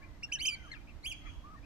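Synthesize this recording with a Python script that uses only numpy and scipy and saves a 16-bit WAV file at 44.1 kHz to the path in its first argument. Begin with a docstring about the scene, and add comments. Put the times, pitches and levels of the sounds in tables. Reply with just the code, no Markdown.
"""A stony tidal flat with a flock of oystercatchers. Near birds pipe short arched whistles, syrinx
tones that flip up into a high register and drop back. Others answer from far out, with a few lower
mewing cries. The stones scatter each call; bank and shore return a faint long echo. Light wind
rumbles on the microphone over a distant hush, and the camera adds a faint thin whine."""
import sys
import numpy as np
from scipy import signal
from scipy.fft import rfft, irfft, next_fast_len
from scipy.io import wavfile
from scipy.ndimage import uniform_filter1d, map_coordinates

SR = 44100
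rng = np.random.default_rng(int(sys.argv[2]) if len(sys.argv) > 2 else 0)


def store_wav(level_fs):
    """Save 16-bit WAV to argv[1]."""
    pcm = np.round(np.clip(np.atleast_2d(level_fs), -1, 1) * 32767)
    wavfile.write(sys.argv[1], SR, pcm.T.astype(np.int16))


N = 72765

# Noise spectra. Each row: frequency in Hz, relative density in dB.
HUSH_SPECTRUM = [(90, 0.5), (170, -2), (215, -6), (300, -1), (400, -16), (650, -13), (2200, -21.5),
                 (6000, -30), (9500, -40), (15000, -45.5)]
WIND_SPECTRUM = [(20, -7), (42, 2), (60, -1), (80, -3), (125, -14), (600, -82)]
# Hush width. Each row: frequency in Hz, left-right correlation.
HUSH_CORRELATION = [(60, 0.82), (250, 0.68), (600, 0.59), (3000, 0.025)]
# Gusts and one lull. Each row: centre in seconds, level over the steady wind in dB.
GUSTS = [(.08, 3.5), (.4, 5.5), (.49, -12), (.96, 6), (1.08, 6), (1.289, 8), (1.379, 8)]
# Distant calls. 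Each row: start and length in seconds, start, middle and end pitch in Hz, level in dB.
FAR_CALLS = [(-0.02, 0.22, 2100, 2014, 2040, -70), (.018, 0.036, 2150, 2364, 2320, -60.5),
             (.284, 0.027, 1760, 1675, 1500, -62), (.35, 0.038, 1780, 1733, 1500, -59),
             (.59, 0.042, 2000, 2123, 1910, -62), (.744, 0.028, 2740, 2560, 2130, -54),
             (.868, 0.046, 2080, 2670, 2030, -59.5), (1.25, 0.052, 1750, 2478, 1980, -58),
             (1.245, 0.057, 2250, 2043, 2380, -64), (1.622, 0.07, 2200, 2610, 2330, -61)]
MEWS = [(-0.02, .16, 1113, 1071, 1000, -70.5), (.485, 0.058, 1046, 1330, 1560, -64),
        (.545, 0.106, 1585, 1521, 1440, -67), (.63, 0.06, 1470, 1330, 1003, -58),
        (.74, 0.041, 1350, 1292, 1230, -62), (1.244, 0.044, 1170, 1314, 964, -56),
        (1.29, 0.128, 1049, 929, 1082, -69), (1.43, 0.074, 985, 1194, 1185, -56.5),
        (1.488, 0.081, 1095, 1290, 966, -55)]
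# One near call each. Each row: time in seconds, pitch in Hz, fundamental and octave levels in dB.
PIP = [(0.224, 1970, -60.5, -76), (0.236, 2787, -39, -44.5), (0.243, 2784, -45, -42.5),
       (0.25, 2740, -43, -45), (0.255, 2640, -66, -63)]
PEEP = [(0.317, 2250, -53, -60), (0.321, 2384, -42, -50), (0.325, 2630, -26.5, -44),
        (0.328, 3024, -42.5, -46.5), (0.338, 3080, -40, -35.5), (0.352, 2970, -41, -43),
        (0.36, 2690, -36.5, -47), (0.364, 2570, -49, -68)]
HELD_PEEP = [(0.386, 1824, -69, -53.5), (0.4, 2201, -41.5, -43.5), (0.409, 2348, -50, -38),
             (0.414, 2842, -35.5, -61), (0.427, 3116, -41, -47.5), (0.48, 3092, -40, -61),
             (0.5, 2986, -38, -52)]
KLEE_OO = [(0.451, 2245, -46, -47.5), (0.459, 2568, -29, -36.5), (0.463, 3114, -40, -45),
           (0.471, 3156, -63, -32), (0.48, 3041, -30.5, -45), (0.487, 2590, -31, -42),
           (0.492, 2476, -38, -43.5), (0.508, 2338, -48.5, -45.5), (0.533, 2332, -44.5, -44),
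           (0.547, 2298, -45.5, -47.5), (0.556, 2014, -52, -57)]
YELP = [(0.713, 2064, -60, -72), (0.717, 2130, -41.5, -47), (0.726, 2100, -49.5, -53),
        (0.745, 1643, -51, -67)]
LATE_KLEEP = [(1.028, 1920, -72, -68), (1.046, 2290, -50, -48), (1.058, 2490, -43, -53),
              (1.065, 3110, -38, -58), (1.078, 3260, -41, -55), (1.091, 3305, -47, -57),
              (1.108, 3110, -48, -61), (1.118, 2780, -41, -53), (1.126, 2400, -42, -52),
              (1.135, 2230, -57, -62)]
# Near birds. Each row: call, then in dB: fundamental pan, octave pan, third harmonic re the mean of
# those two harmonics, fall per further harmonic, level sent to the shore at the pitch crest.
NEAR_CALLS = [(PIP, -1.1, 8.2, -21, 25, -51), (PEEP, -3, -3, -19.5, 15, -37.5),
              (HELD_PEEP, -4, 4, -14.5, 4.7, -38.5), (KLEE_OO, -1, -1.1, -11.5, 9.5, -37.5),
              (YELP, 4.6, -2.2, -9.5, 11.6, -46.5), (LATE_KLEEP, -3.6, 7.7, -11, 4.4, -33)]
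# Near harmonics 3 to 5. Each row: frequency in Hz, gain in dB.
UPPER_COLOUR = [(6700, -10), (7550, 7.5), (8400, -9), (9600, 9), (10600, -11), (12700, 4.5), (14200, -16)]
# Their balance. Each row: frequency in Hz, pan (left minus right) in dB.
UPPER_PAN = [(6000, -1), (7000, 3), (9000, 19)]
# Colour of all echoes. Each row: frequency in Hz, gain in dB.
ECHO_COLOUR = [(3000, 1), (11000, -8.5)]
# Send gain and decay table. Each row: frequency in Hz, T60 in seconds.
NEAR_SCATTER_DB, STONES_T60 = -7.5, [(2000, 0.094), (12000, 0.047)]
SHORE_DB, SHORE_T60 = -15.5, [(3000, 0.51), (12000, 0.43)]

FAR_SCATTER_DB, MEW_SCATTER_DB = -4, -10
BANK_DELAY_S, BANK_DB, BANK_T60_S = 0.18, -23.5, 0.51
FLUTTER_DB, RIGHT_PORT_LEAD_RAD = 1.3, 1.42
NEAR_JITTER, FAR_JITTER = 0.004, 0.0294  # fractions of pitch
ATTACK_S, RELEASE_S = 0.00081, 0.0046
SENT_DB_PER_OCTAVE, SENT_FALL_DB, SENT_PITCH_RATIO = 18, 8, 1.012


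def amp(db):
    """Decibels to gain."""
    return 10 ** (np.asarray(db) / 20)


def along(points, hz):
    """Interpolate (Hz, value) rows on a log frequency axis."""
    knots_hz, values = np.transpose(points)
    return np.interp(np.log(hz + 1), np.log(knots_hz + 1), values)


def wobble(rate_hz):
    """Smooth random curve, rate_hz knots a second."""
    knots = rng.standard_normal(int(N * rate_hz / SR) + 4)
    return map_coordinates(knots, [np.arange(N) * rate_hz / SR])


def filtered(x, response):
    """Apply a response given as a function of Hz."""
    size = next_fast_len(N + SR // 2)
    return irfft(rfft(x, size) * response(np.fft.rfftfreq(size, 1 / SR)), size)[..., :N]


def panned(pan_db):
    """Constant-power stereo gains; positive is left."""
    gains = amp(np.array([pan_db, -pan_db]).reshape(2, -1) / 2)
    return gains / np.sqrt(np.mean(gains ** 2, axis=0))


def gate(start_s, end_s, rise_s, fall_s):
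    """Smooth rise, hold and fall."""
    t = np.arange(N) / SR
    ramp = np.minimum((t - start_s) / rise_s, (end_s - t) / fall_s)
    return np.sin(np.pi / 2 * np.clip(ramp, 0, 1)) ** 2


def stereo_noise(spectrum, correlation):
    """Coloured stereo noise of rms 1."""
    def mid_side_gains(hz):
        angle = np.arccos(np.clip(along(correlation, hz), -1, 1)) / 2
        return amp(along(spectrum, hz)) * [np.cos(angle), np.sin(angle)]

    mid, side = filtered(rng.standard_normal((2, N)), mid_side_gains)
    noise = np.array([mid + side, mid - side])
    return noise / np.sqrt(np.mean(noise ** 2) + 1e-20)


def hush(level_db=-56.5):
    """Steady distant noise, wider in the treble."""
    return amp(level_db) * stereo_noise(HUSH_SPECTRUM, HUSH_CORRELATION)


def wind(steady_db=-53, pan_db=-9.5, gust_s=0.028):
    """Soft gusts rumble on the microphone, more on the right."""
    t = np.arange(N) / SR
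    level_db = steady_db + sum(db * np.exp(-((t - centre_s) / gust_s) ** 2) for centre_s, db in GUSTS)
    return amp(level_db) * panned(pan_db) * stereo_noise(WIND_SPECTRUM, correlation=[(50, 0.085)])


def echo(x, t60_table):
    """Diffuse reflections: a noise tail per side, decaying by the T60 at each frequency."""
    hz, t, bins = signal.stft(rng.standard_normal((2, SR)), SR, nperseg=256)
    decay = amp(-60 * t / along(t60_table, hz)[:, None])
    tail = signal.istft(bins * decay, SR, nperseg=256)[1]
    wet = signal.fftconvolve(x, tail / np.linalg.norm(tail[0]), axes=1)[:, :N]
    return filtered(wet, lambda hz: amp(along(ECHO_COLOUR, hz)))


def bank_echo(x):
    """One late, widely smeared reflection off the bank."""
    smeared = echo(x, [(1, BANK_T60_S)])
    return amp(BANK_DB) * filtered(smeared, lambda hz: np.exp(-2j * np.pi * hz * BANK_DELAY_S))


def whistle(pitch_hz, harmonics, jitter):
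    """Unsteady syrinx tone. Each harmonic, (level dB, pan dB), flutters separately on each side."""
    phase = 2 * np.pi * np.cumsum(pitch_hz * (1 + jitter * wobble(1500))) / SR
    mic_phase = np.array([[0], [RIGHT_PORT_LEAD_RAD]])
    tone = np.zeros((2, N))
    for k, (level_db, pan_db) in enumerate(harmonics, 1):
        flutter_db = FLUTTER_DB * np.array([wobble(200) for side in "LR"])
        tone += amp(level_db + flutter_db) * panned(pan_db) * np.sin(k * phase + mic_phase)
    return np.sqrt(2) * tone


def chatter(count, level_db=-69.5, typical_hz=1816, typical_s=0.0392):
    """Faint random calls from the rest of the flock, as rows for far_birds."""
    arch = np.array([0.85, 1, 0.85])
    return [(when * N / SR, typical_s * (0.5 + length), *(typical_hz * 2 ** (pitch - 0.5) * arch),
             level_db) for when, length, pitch in rng.random((count, 3))]


def far_birds(calls, octave_db, pan_db):
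    """Distant calls: rough parabolic glides, dulled to two harmonics."""
    t, out = np.arange(N) / SR, np.zeros((2, N))
    for start_s, length_s, *contour_hz, level_db in calls:
        progress = np.clip((t - start_s) / length_s, 0, 1)
        pitch_hz = np.polyval(np.polyfit([0, 0.5, 1], contour_hz, 2), progress)
        tone = whistle(pitch_hz, [(level_db, pan_db), (level_db + octave_db, pan_db)], FAR_JITTER)
        fade_s = 0.22 * length_s
        out += tone * gate(start_s, start_s + length_s, fade_s, fade_s)
    return out


def near_birds():
    """Piercing calls: the direct sound, and that sent to the shore, where the crest carries best."""
    t, direct, sent = np.arange(N) / SR, np.zeros((2, N)), np.zeros((2, N))
    for call, low_pan_db, octave_pan_db, third_db, fall_db, crest_db in NEAR_CALLS:
        times_s, *columns = np.transpose(call)
        pitch_hz, low_db, octave_db = [uniform_filter1d(np.interp(t, times_s, column), size=110)
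                                       for column in columns]
        harmonics = [(low_db, low_pan_db), (octave_db, octave_pan_db)]
        for k in range(3, 6):
            upper_db = (low_db + octave_db) / 2 + third_db - fall_db * (k - 3)
            colour_db = along(UPPER_COLOUR, k * pitch_hz)
            harmonics.append((upper_db + colour_db, along(UPPER_PAN, k * pitch_hz)))
        envelope = gate(times_s[0] - ATTACK_S / 2, times_s[-1] + RELEASE_S / 2, ATTACK_S, RELEASE_S)
        direct += envelope * whistle(pitch_hz, harmonics, NEAR_JITTER)
        sent_db = crest_db + SENT_DB_PER_OCTAVE * np.log2(pitch_hz / pitch_hz.max())
        sent_harmonics = [(sent_db - SENT_FALL_DB * k, 0) for k in range(3)]
        sent += envelope * whistle(pitch_hz * SENT_PITCH_RATIO, sent_harmonics, NEAR_JITTER)
    return direct, sent


def scene():
    """The flock, scattered by stones and echoed by bank and shore, over wind and hush."""
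    near, sent = near_birds()
    far = far_birds(FAR_CALLS + chatter(count=20), octave_db=-21, pan_db=7)
    mews = far_birds(MEWS, octave_db=-27, pan_db=3)
    onto_stones = amp(NEAR_SCATTER_DB) * near + amp(FAR_SCATTER_DB) * far + amp(MEW_SCATTER_DB) * mews
    outward = sent + far + mews
    stones = echo(onto_stones, STONES_T60)
    bank = bank_echo(outward)
    shore = amp(SHORE_DB) * echo(outward, SHORE_T60)
    return near + far + mews + stones + bank + shore + wind() + hush()


def record(dry):
    """The camera adds its faint whine and limits the band."""
    whine_hz, whine_db, cutoff_hz = 12920, -91.5, 15100
    whine = np.sqrt(2) * amp(whine_db) * np.sin(2 * np.pi * whine_hz * np.arange(N) / SR)
    return filtered(dry + whine, lambda hz: hz < cutoff_hz)


dry = scene()
out = record(dry)
store_wav(out)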